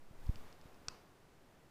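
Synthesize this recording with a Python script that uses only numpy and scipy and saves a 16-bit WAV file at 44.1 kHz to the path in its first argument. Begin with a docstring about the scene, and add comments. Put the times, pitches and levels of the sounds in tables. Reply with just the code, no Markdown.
"""A button on a small hand-held device snaps once, sharply, right at its built-in microphone.
Its contacts ring the housing and give the body a low push; the outdoor surroundings return a faint echo.
Around the snap the grip shifts: skin rustles and sways the housing, dull bumps press on the body,
small parts tick faintly. A low steady night hiss lies underneath."""
import sys
import numpy as np
from scipy import signal
from scipy.fft import rfft, irfft
from scipy.io import wavfile

SR = 44100
rng = np.random.default_rng(int(sys.argv[2]) if len(sys.argv) > 2 else 0)


def bounce(signal):
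    """Save signal as a 16-bit WAV file at the path given by the first command-line argument."""
    frames = np.transpose(np.atleast_2d(signal))
    limited = np.clip(frames, -1, 1)
    pcm = np.round(limited * 32767).astype(np.int16)
    wavfile.write(sys.argv[1], SR, pcm)


N = 74970

# steady hiss spectrum (frequency [Hz], relative density [dB])
HISS_SPECTRUM = [(15, -34), (25, -5), (91, -2.5), (113, -2), (188, -2.5), (233, -4), (266, -3), (443, -5),
                 (1610, -14.5), (2830, -20.5), (15400, -33)]
# skin rustle spectrum (frequency [Hz], relative density [dB])
RUSTLE_SPECTRUM = [(60, 2.5), (300, 3.5), (1000, 0.5), (2000, -7), (3500, -13), (5000, -15.5),
                   (8000, -21.5), (15000, -23)]
# skin rustle envelope (time [s], level [dB])
RUSTLE_ENVELOPE = [(0, -84), (.18, -68.5), (.27, -62.5), (.37, -61), (.5, -61.5), (.57, -67.5),
                   (.66, -64.5), (.8, -67.5), (.95, -64.5), (1.12, -74.5), (1.7, -93)]
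# handling rumble spectrum (frequency [Hz], relative density [dB])
RUMBLE_SPECTRUM = [(6, 2.5), (14, -3.5), (35, -24), (100, -27), (200, -37), (500, -60.5)]
# handling rumble envelope (time [s], level [dB])
RUMBLE_ENVELOPE = [(0, -58), (.15, -53.5), (.25, -43.5), (.42, -46), (.52, -56.5), (.65, -58), (.74, -58.5),
                   (.87, -59), (1.05, -69.5), (1.7, -72)]
# bumps on the body (time [s], level [dB], half width [s])
BUMP_PULSES = [(.112, -44.5, .001), (0.2683, -39, 0.003), (.2948, -19.5, 0.0019), (0.3618, -43.5, 0.00083),
               (0.658, -43.5, 0.001), (0.8915, -50, .003)]
# ticks under the grip (time [s], level [dB], body re edge [dB])
TICK_EVENTS = [(0.2674, -49.5, -19), (0.358, -41.5, -2), (0.5273, -45, -12), (.6138, -48.5, -14),
               (0.745, -54.5, -12)]
# bright edge of a tick (frequency [Hz], level [dB], T60 [s])
TICK_EDGE_MODES = [(5090, 0, 0.0031), (7200, -10.5, 0.0036)]
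# lower body of a tick (frequency [Hz], level [dB], T60 [s])
TICK_BODY_MODES = [(2720, 0, 0.0037)]
# echo spectrum (frequency [Hz], relative density [dB])
ECHO_SPECTRUM = [(300, -5), (800, 5), (1250, 8.5), (1900, -7), (2600, 1.5), (3600, -12), (4700, 3.5),
                 (5700, -3.5), (7500, -14), (11000, -27)]
# housing resonances (frequency [Hz], level [dB], T60 [s])
HOUSING_MODES = [(1312, -25.5, 0.038), (1506, -14, 0.01), (2060, -28, 0.022), (2594, -13.5, 0.0097),
                 (3550, -20.5, 0.011), (4705, -5.5, 0.0061), (5170, -20, .016), (5550, -0.5, 0.0038),
                 (6270, -5, 0.0013), (8080, -14, 0.008)]
# button contacts, snapping over and settling (time [s], level [dB])
SNAP_CONTACTS = [(.88406, -22), (.88523, -56), (.88666, -37.5)]

TIME_S = np.arange(N) / SR
SINCE_SNAP_S = np.maximum(TIME_S - SNAP_CONTACTS[0][0], 0)


def amp(db):
    """Decibels to gain."""
    return 10 ** (np.asarray(db) / 20)


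def add(mix, start_s, sound):
    """Mixes a sound in at start_s."""
    part = mix[round(start_s * SR):][:len(sound)]
    part += sound[:len(part)]


def envelope(points):
    """Gain curve from (time [s], level [dB]) points."""
    return amp(np.interp(TIME_S, *np.transpose(points)))


def noise(spectrum):
    """Unit-rms noise with the given spectrum."""
    hz, db = np.transpose(spectrum)
    bins_hz = np.fft.rfftfreq(N, 1 / SR)
    gain = amp(np.interp(np.log(bins_hz + 1), np.log(hz), db)) * (bins_hz > 0)
    shaped = irfft(rfft(rng.standard_normal(N)) * gain, N)
    return shaped / shaped.std()


def ring(modes, rise_s=0.00008, length_s=0.04):
    """Damped modes excited by one contact."""
    t = np.arange(0, length_s, 1 / SR)
    ringing = sum(amp(db - 60 * t / t60_s) * np.sin(2 * np.pi * hz * t) for hz, db, t60_s in modes)
    return ringing * (1 - np.exp(-t / rise_s))


def hiss(level_db=-65.5):
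    """Low steady background noise."""
    return amp(level_db) * noise(HISS_SPECTRUM)


def hand():
    """Skin rubs on the housing and sways it."""
    rustle = noise(RUSTLE_SPECTRUM) * envelope(RUSTLE_ENVELOPE)
    rumble = noise(RUMBLE_SPECTRUM) * envelope(RUMBLE_ENVELOPE)
    return rustle + rumble


def bumps(roundness=0.5, mic_low_cut_hz=7.2):
    """Rounded pressure pulses; the microphone's low cut makes each swing back slowly."""
    pressure = np.zeros(N)
    for peak_s, db, half_width_s in BUMP_PULSES:
        offset = (TIME_S - peak_s) / half_width_s
        pressure += amp(db) * np.exp(roundness - np.hypot(offset, roundness))
    return -signal.lfilter(*signal.butter(2, mic_low_cut_hz, "high", fs=SR), pressure)


def ticks():
    """Small parts shift under the grip, some with more body than others."""
    out = np.zeros(N)
    for start_s, db, body_db in TICK_EVENTS:
        tick = ring(TICK_EDGE_MODES) - amp(body_db) * ring(TICK_BODY_MODES)
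        add(out, start_s, amp(db) * tick)
    return out


def echo(level_db=-54, rise_s=0.024, t60_s=0.35):
    """Diffuse return of the snap from the surroundings, as decaying noise."""
    rise = 1 - np.exp(-SINCE_SNAP_S / rise_s)
    decay = amp(level_db - 60 * SINCE_SNAP_S / t60_s)
    return noise(ECHO_SPECTRUM) * rise * decay


def button(snap_cutoff_hz=8200, push_db=-45, push_peak_s=0.0012):
    """Contacts ring the housing, the ring low-passed at about 8 kHz; the snap also pushes the body."""
    ringing = np.zeros(N)
    for start_s, db in SNAP_CONTACTS:
        add(ringing, start_s, amp(db) * ring(HOUSING_MODES))
    snap_lowpass = signal.butter(12, snap_cutoff_hz, fs=SR, output="sos")
    push = amp(push_db) * SINCE_SNAP_S / push_peak_s * np.exp(1 - SINCE_SNAP_S / push_peak_s)
    return signal.sosfilt(snap_lowpass, ringing) + push


def scene():
    """Hiss, handling, echo and button in mono."""
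    return (hiss() + hand() + bumps() + ticks() + echo() + button())[None]


def record(dry, cutoff_hz=15550):
    """The device's band limit."""
    lowpass = signal.firwin(511, cutoff_hz, window=("kaiser", 9), fs=SR)
    return signal.oaconvolve(dry, lowpass[None], "same")


dry = scene()
out = record(dry)
bounce(out)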